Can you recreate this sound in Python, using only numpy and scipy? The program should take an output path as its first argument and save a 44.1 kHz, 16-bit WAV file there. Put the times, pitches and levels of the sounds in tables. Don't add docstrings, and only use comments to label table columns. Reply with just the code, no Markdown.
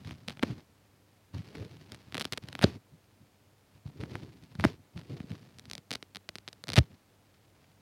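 import sys
import numpy as np
from scipy import signal
from scipy.fft import rfft, irfft, next_fast_len
from scipy.io import wavfile

SR = 44100
rng = np.random.default_rng(int(sys.argv[2]) if len(sys.argv) > 2 else 0)


def to_wav(s):
    ch = np.atleast_2d(s).T
    pcm = np.round(np.clip(ch, -1, 1) * 32767)
    wavfile.write(sys.argv[1], SR, pcm.astype(np.int16))


N = 344421


def from_db(db):
    return 10 ** (np.asarray(db) / 20)


def rms_one(x):
    return x / np.sqrt(np.mean(x ** 2) + 1e-20)


def in_time(rows):
    s, *columns = np.transpose(rows)
    return [np.interp(np.arange(N) / SR, s, column) for column in columns]


def coloured(x, spectrum):
    hz, db = np.transpose(spectrum)
    size = next_fast_len(N)
    bins = np.maximum(np.fft.rfftfreq(size, 1 / SR), 1)
    slope_db = np.interp(np.log(bins), np.log(hz), db)
    gain = from_db(slope_db) * np.minimum(bins / hz[0], 1)
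    return rms_one(irfft(rfft(x, size) * gain, size)[:N])


def drift(rate):
    steps = np.arange(N) / SR * rate
    return rms_one(np.interp(steps, np.arange(N // 10), rng.standard_normal(N // 10)))


def cut(x, hz, kind, order=2):
    edge_hz = np.clip(hz, 10, SR / 2 - 2000)
    return signal.sosfilt(signal.butter(order, edge_hz, kind, fs=SR, output="sos"), x)


def bell(x, hz, width_hz, db):
    b, a = signal.iirpeak(hz, hz / width_hz, fs=SR)
    return x + (from_db(db) - 1) * signal.lfilter(b, a, x)


def add(track, s, sound):
    at = round(s * SR)
    track[at:at + len(sound)] += sound[:N - at]


def grains(per_s, spread_db, size):
    strength = from_db(spread_db * np.minimum(rng.exponential(1, size), 4))
    return (rng.random(size) < per_s / SR) * strength * rng.choice([-1, 1], size)


# pitch_hz, relative_level_db
HISS_COLOUR = [(25, -8), (55, -4.5), (100, -1.5), (160, -6), (280, -7), (500, -8), (1000, -14), (2300, -19),
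               (6000, -24), (16000, -28.5)]
# pitch_hz, mean_level_db
HUM = [(99, -71), (198, -80), (297, -82.5)]
HISS_DB = -67


def room():
    t = np.arange(N) / SR + .0003 * drift(2.6)
    hum = sum(from_db(db) * np.sqrt(2) * np.cos(2 * np.pi * hz * t) for hz, db in HUM)
    hiss = from_db(HISS_DB) * coloured(rng.standard_normal(N), HISS_COLOUR)
    return hiss + from_db(1.3 * drift(1.1)) * hum


STROKE_ATTACK_S, STROKE_SAG_DB_PER_S, STROKE_RELEASE_S = 0.0053, 15, .009


def contact(t, start_s, length_s):
    before = (start_s - t) / STROKE_ATTACK_S
    after = (t - start_s - length_s) / STROKE_RELEASE_S
    return np.exp(-np.clip(np.maximum(before, after), 0, 20))


# start_s, end_s, relative_rumble_db, relative_scratch_db
PINCHES = [(-.2, .43, -50, -64), (1.335, 2.27, -48, -59), (3.854, 4.64, -46, -61.5), (4.938, 5.8, -49, -62)]
# start_s, length_s, relative_rumble_db, relative_scratch_db
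STROKES = [(0.056, .07, -42, -55.5), (0.281, 0.041, -45, -56), (0.496, .035, -40, -62),
           (0.58, 0.024, -49, -58.5), (.63, 0.34, -70, -82), (1.346, 0.061, -38, -55.5),
           (1.574, 0.042, -39.5, -61), (1.649, 0.02, -39, -77), (1.913, 0.017, -48, -58.5),
           (2.134, 0.15, -50, -61), (2.325, 0.038, -49, -61), (2.426, 0.23, -49, -60.5),
           (2.708, 0.066, -43.5, -69), (2.926, 0.021, -47, -79), (3.204, 0.029, -53, -82),
           (3.753, 0.026, -56, -70.5), (3.859, 0.042, -41.5, -63.5), (4.002, 0.032, -36, -56),
           (4.111, 0.045, -40, -57), (4.226, 0.014, -47.5, -58.5), (4.591, 0.071, -36.5, -56),
           (4.785, .025, -52, -77), (4.96, 0.032, -36, -56), (5.099, 0.047, -40.5, -58),
           (5.311, 0.042, -47, -63), (5.912, 0.05, -52.5, -60), (6.685, 0.055, -43, -58),
           (6.903, .045, -52, -70), (7.55, .3, -64, -73.5)]
SQUEEZE_S, HOLD_DB = 0.24, -8.5
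FIRM_SLIDE_DB = -39
REST_RUMBLE_DB, REST_SCRATCH_DB = -69.5, -77.5
SLIDE_LAG_S, SLIDE_FADE_DB, SLIDE_RUMBLE_DB = 0.013, 23.5, 12.5


def fingers():
    t = np.arange(0, N / SR, .001)
    touches, grip = [(np.ones(len(t)), REST_RUMBLE_DB, REST_SCRATCH_DB)], np.zeros(len(t))
    for start, end, rumble_db, scratch_db in PINCHES:
        age = np.maximum(t - start, 0) / SQUEEZE_S
        squeeze = (age * np.exp(1 - age)) ** 3.24
        pressure = from_db(HOLD_DB * (1 - squeeze))
        touches.append((contact(t, start, end - start) * pressure, rumble_db, scratch_db))
        grip += squeeze * (start > 0)
    for start, length, rumble_db, scratch_db in STROKES:
        sag = from_db(-STROKE_SAG_DB_PER_S * np.maximum(t - start, 0))
        touches.append((contact(t, start, length) * sag, rumble_db, scratch_db))
    for free_s, *_, slide_db, length in TUFTS:
        start = free_s + SLIDE_LAG_S
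        sliding = contact(t, start, length)
        fade = from_db(-SLIDE_FADE_DB * np.maximum(t - start, 0) / length)
        touches.append((sliding * fade, slide_db + SLIDE_RUMBLE_DB, slide_db))
        grip += sliding * from_db(slide_db - FIRM_SLIDE_DB)
    rumble = sum((gain * from_db(db)) ** 2 for gain, db, _ in touches)
    scratch = sum((gain * from_db(db)) ** 2 for gain, _, db in touches)
    return in_time(np.transpose([t, 10 * np.log10(rumble), 10 * np.log10(scratch), np.minimum(grip, 1)]))


LOOSE_HZ, TIGHT_HZ = 292, 544


def gripped(x, grip):
    edges = np.geomspace(220, 660, 5)
    place = np.interp(LOOSE_HZ + (TIGHT_HZ - LOOSE_HZ) * grip, edges, np.arange(len(edges)))
    blended = np.zeros(N)
    for k, hz in enumerate(edges):
        share = np.maximum(1 - abs(place - k), 0)
        blended += share * rms_one(cut(x, hz, "low", order=6))
    return blended


# pitch_hz, relative_level_db
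RUMBLE_COLOUR = [(30, -19.5), (55, -16.5), (85, 0.5), (125, 3.5), (190, -4), (290, -4.5), (450, -7),
                 (700, -15), (2000, -14)]
# pitch_hz, relative_level_db
SCRATCH_COLOUR = [(200, -7), (600, 4.5), (1300, -0.5), (2300, 1.5), (3300, -1), (4600, -0.5), (6000, -8),
                  (8000, -18), (11000, -20), (16000, -28.5)]
# pitch_hz, relative_level_db
CRUNCH_COLOUR = [(200, -12), (400, 4.5), (600, -2), (950, -4), (1500, -11.5), (3000, -18), (8000, -46.5)]
SCRAPE_SHARE = .45


def rubbing(rumble_db, scratch_db, crunch_db, tick_db, tick_limit_db, slip_db, lumpy_db,
            catches_per_s, shoves_per_s, ticks_per_s):
    kneading, scratching, grip = fingers()
    lumps = lumpy_db * drift(38)
    kneading, scratching = kneading + lumps, scratching + SCRAPE_SHARE * lumps
    slip = from_db(slip_db * drift(110))

    sliding = np.clip((scratching + 58) / 6, 0, .6)
    single = rms_one(grains(catches_per_s, 5.3, N) * slip)
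    merged = rng.standard_normal(N)
    catches = coloured(np.sqrt(1 - sliding) * single + np.sqrt(sliding) * merged, SCRATCH_COLOUR)
    scratch = from_db(scratching + scratch_db) * catches

    shoves = gripped(coloured(grains(shoves_per_s, 0.61, N), RUMBLE_COLOUR), grip)
    rumble = from_db(kneading + rumble_db) * shoves

    buckles = coloured(grains(170, 1.8, N) * slip, CRUNCH_COLOUR)
    crunch = from_db((kneading + scratching) / 2 + crunch_db) * buckles

    flicks = coloured(grains(ticks_per_s, 1.5, N), SCRATCH_COLOUR)
    ticks = flicks * from_db(np.minimum(scratching, tick_limit_db) + tick_db)
    return scratch + ticks + crunch + rumble


# start_s, height_db, taut_pitch_hz
KNOCKS = [(1.3525, -31.5, 105), (2.438, -35.5, 150), (3.856, -27.5, 116), (4.553, -36.5, 151.5),
          (5.2043, -29, 199), (5.241, -33.5, 200), (5.3102, -27, 177)]
# free_s, rush_lead_s, relative_snap_db, snap_brightness_hz, relative_crackle_db,
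#   pop_height_db, taut_pop_hz, pop_swell_s, thud_height_db, taut_thud_hz, relative_slide_db, slide_length_s
TUFTS = [(0.4328, 0.0061, -13, 1850, -32.5, -16.5, 295, 0.0022, -42, 116, -49.5, 0.19),
         (2.6397, .025, -11.5, 2500, -20, -7.5, 210, .0023, -19.5, 105, -41.5, .11),
         (4.648, .008, -9.5, 2090, -27.5, -11, 314, 0.0026, -18.5, 116, -41.5, 0.093),
         (6.7768, .0125, -5.5, 2630, -20, -8, 148, .0068, -12.5, 93, -51, 0.097)]
THUD_SWELL_S, THUD_LAG_SWELLS = 0.0045, 3.2


def recoils(relax_s, pop_slack, ring_slack, ring_db, ring_cycles, knock_cycles):
    swings = [(s, db, hz, ring_slack, knock_cycles / hz) for s, db, hz in KNOCKS]
    for s, _, _, _, _, pop_db, pop_hz, swell_s, thud_db, thud_hz, *_ in TUFTS:
        swings.append((s, pop_db, pop_hz, pop_slack, swell_s))
        for hz, mode_db, _ in FOAM_MODES:
            if hz > 1.6 * pop_hz:
                slow_loss_db = 20 * np.log10(1 + (hz * swell_s / 2.5) ** 2)
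                height_db = pop_db + ring_db + mode_db - slow_loss_db
                swings.append((s, height_db, hz, ring_slack, ring_cycles / hz))
        swings.append((s + THUD_LAG_SWELLS * swell_s, thud_db, thud_hz, ring_slack, THUD_SWELL_S))
    out, t = np.zeros(N), np.arange(SR // 16) / SR
    for s, db, taut_hz, slack, swell in swings:
        hz = taut_hz * (slack + (1 - slack) * np.exp(-t / relax_s))
        envelope = np.sqrt(t / swell * np.exp((1 - (t / swell) ** 2) / 2))
        add(out, s, from_db(db) * envelope * np.sin(2 * np.pi * np.cumsum(hz) / SR))
    return out


def rips(fibres_per_s, rise_s, stop_s, top_hz):
    t, level = np.arange(N) / SR, np.zeros(N)
    for s, _, _, _, crackle_db, _, _, swell_s, *_ in TUFTS:
        since = t - s - swell_s
        decay = np.maximum(-since / rise_s, since / stop_s)
        level += from_db(crackle_db) * np.exp(-np.minimum(decay, 20))
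    fibres = coloured(grains(fibres_per_s, 2.9, N), SCRATCH_COLOUR)
    return cut(level * fibres, top_hz, "low")


# nominal_pitch_hz, relative_level_db, t60_s (for jolts by snaps)
FOAM_MODES = [(135, -55, 0.032), (218.7, -23.5, 0.027), (404, -23.5, 0.02), (609, -26, 0.0052),
              (900, -35.5, 0.0017)]


def foam_ring(breaks, level_db, uneven_db, detune, dull_boost, travel_s):
    hz, mode_db, t60 = np.transpose(FOAM_MODES)[:, :, None]
    out, t = np.zeros(N), np.arange(SR // 14) / SR
    for s, db, bright_hz in breaks:
        grip, strike = rng.standard_normal((2, len(FOAM_MODES), 1))
        sizes = from_db(db + level_db + mode_db + uneven_db * strike - 60 * t / t60)
        swings = sizes * np.sin(2 * np.pi * hz * np.exp(detune * grip) * t)
        add(out, s + travel_s, swings.sum(axis=0) * (3000 / bright_hz) ** dull_boost)
    return cut(out, 1200, "low")


# start_s, relative_strength_db, brightness_hz
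LONE_SNAPS = [(0.0484, -33, 2800), (.0737, -29, 2700), (0.093, -30.5, 2500), (0.1095, -22.5, 2360),
              (0.2797, -23.5, 3320), (0.284, -14.5, 3130), (.297, -21.5, 3100), (.3054, -22.5, 2600),
              (.3722, -31.5, 2500), (0.3943, -25.5, 2420), (1.382, -37.5, 3500), (1.553, -27, 2020),
              (1.5822, -34, 2090), (1.6086, -39, 1900), (1.65, -37, 3700), (1.9201, -24, 4300),
              (1.9464, -27, 3360), (2.124, -26.5, 2930), (2.145, -16, 3100), (2.1526, -15, 2150),
              (2.1693, -19.5, 3100), (2.1798, -13.5, 2730), (2.1975, -17.5, 4870), (2.2022, -21, 3400),
              (2.2105, -13, 2840), (2.216, -16.5, 3450), (2.223, -22, 3700), (2.245, -23, 3600),
              (2.253, -13, 3350), (2.3239, -12.5, 4130), (2.332, -18, 3140), (2.3348, -17, 3200),
              (2.3753, -17.5, 3160), (2.3785, -17.5, 2980), (2.4379, -34, 2950), (2.4864, -23.5, 3250),
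              (2.5282, -23.5, 2940), (2.5525, -17, 2480), (2.5916, -18, 2400), (4.0052, -35, 3100),
              (4.0119, -29.5, 2600), (4.0366, -23.5, 1880), (4.1544, -17, 1690), (4.438, -40.5, 4400),
              (4.5527, -30, 2630), (4.5982, -16, 1840), (4.609, -24.5, 3100), (4.9766, -28.5, 2800),
              (5.0142, -34.5, 2430), (5.203, -29, 2200), (5.3045, -34, 3050), (5.318, -30, 2740),
              (5.5861, -30, 4840), (5.5954, -28, 4750), (5.6552, -33, 3730), (5.6993, -26, 4600),
              (5.7131, -20.5, 4500), (5.7334, -20.5, 4580), (5.7523, -21.5, 4400), (5.78, -24.5, 4060),
              (5.9076, -17, 4050), (5.915, -13.5, 3600), (5.928, -20, 4240), (5.932, -20.5, 4600),
              (5.9374, -18.5, 4100), (5.9513, -22.5, 3500), (5.9544, -15, 3500), (6.027, -23, 3230),
              (6.1487, -26.5, 4300), (6.1583, -21.5, 3500), (6.169, -22.5, 3500), (6.29, -18.5, 3460),
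              (6.292, -22.5, 3530), (6.3557, -19, 3560), (6.3845, -25.5, 3900), (6.4782, -21, 3600),
              (6.486, -25, 3700), (6.5297, -28, 4100), (6.6392, -21.5, 4130), (6.672, -27, 3100),
              (6.6831, -21.5, 4100), (6.6901, -13.5, 3300), (6.702, -14.5, 3220), (6.72, -20, 3500),
              (6.7338, -14, 4000), (6.7397, -17, 4200), (6.7584, -10.5, 3830)]
NEIGHBOUR_SHARE, NEIGHBOUR_S, NEIGHBOUR_DB = .15, 0.0046, -15
RUSH_GAP_S, RUSH_RISE_DB_PER_S = .0045, 154


def strands(uneven_db):
    rows = list(LONE_SNAPS)
    for (s, db, hz), (luck, lag) in zip(LONE_SNAPS, rng.random((len(LONE_SNAPS), 2))):
        if luck < NEIGHBOUR_SHARE:
            rows.append((s + NEIGHBOUR_S * (.5 + lag), db + NEIGHBOUR_DB, hz))
    for free_s, rush_s, db, hz, _, _, _, swell_s, *_ in TUFTS:
        for k, (early, size, thin) in enumerate(rng.uniform(-1, 1, size=(12, 3))):
            since_free = RUSH_GAP_S * (k + .25 * early) - rush_s
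            if since_free < 1.7 * swell_s:
                strength_db = db + RUSH_RISE_DB_PER_S * min(since_free, 0) + uneven_db * size
                rows.append((free_s + since_free, strength_db, hz * np.exp(0.3 * thin)))
    return rows


TUFT_EDGE_DB = [-0.5, 3, 1.5, 0]


def snaps(breaks, level_db, splinter_db, splinter_s, top_ratio, bottom_ratio,
          edge_db, edge_db_per_octave, edge_hz):
    out, t = np.zeros(N), np.arange(SR // 50) / SR
    for s, db, hz in breaks:
        crack = from_db(splinter_db) * grains(5000, 8.34, len(t)) * np.exp(-t / splinter_s)
        crack[0] = -1
        crack = crack / np.linalg.norm(crack)
        tuft = sum(s > free_s + .1 for free_s, *_ in TUFTS[:-1])
        soft = cut(cut(crack, hz * top_ratio, "low", order=4), hz * bottom_ratio, "high", order=1)
        sharp_db = edge_db + TUFT_EDGE_DB[tuft] + edge_db_per_octave * np.log2(hz / 3000)
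        edge = from_db(sharp_db) * cut(crack, edge_hz, "high")
        add(out, s, from_db(db + level_db) * (soft + edge) * np.sqrt(3000 / hz))
    return out


def scene():
    breaks = strands(uneven_db=6.0)
    cracks = snaps(breaks, level_db=14.5, splinter_db=-24, splinter_s=0.0008, top_ratio=1.242,
                   bottom_ratio=0.51, edge_db=-20.5, edge_db_per_octave=10, edge_hz=5700)
    cracks = bell(bell(cracks, 4280, 1300, db=2.0), 7000, 2000, db=-4.0)
    cracks = bell(bell(cracks, 1650, 700, db=-1), 2750, 700, db=-2.0)
    cracks = cut(bell(cracks, 9500, 2200, db=3.0), 9370, "low")
    body = foam_ring(breaks, level_db=2.5, uneven_db=2.0, detune=0.2, dull_boost=0.79, travel_s=.0013)
    pops = recoils(relax_s=0.013, pop_slack=.53, ring_slack=0.81, ring_db=16.5, ring_cycles=1.7,
                   knock_cycles=0.42)
    pops = pops + rips(fibres_per_s=6400, rise_s=0.0046, stop_s=0.0019, top_hz=7450)
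    rub = rubbing(rumble_db=-2.5, lumpy_db=2.5, scratch_db=-1.65, crunch_db=-11.5, tick_db=-6.0,
                  tick_limit_db=-60.0, slip_db=2.5, catches_per_s=3500, shoves_per_s=1500, ticks_per_s=61)
    block = cut(body + pops, 69.0, "high", order=3)
    return (cracks + block + rub + room())[None]


CUTOFF_HZ = 16200


def record(dry):
    no_bass = cut(dry, 45, "high")
    return signal.sosfilt(signal.ellip(10, .1, 80, CUTOFF_HZ, fs=SR, output="sos"), no_bass)


dry = scene()
out = record(dry)
to_wav(out)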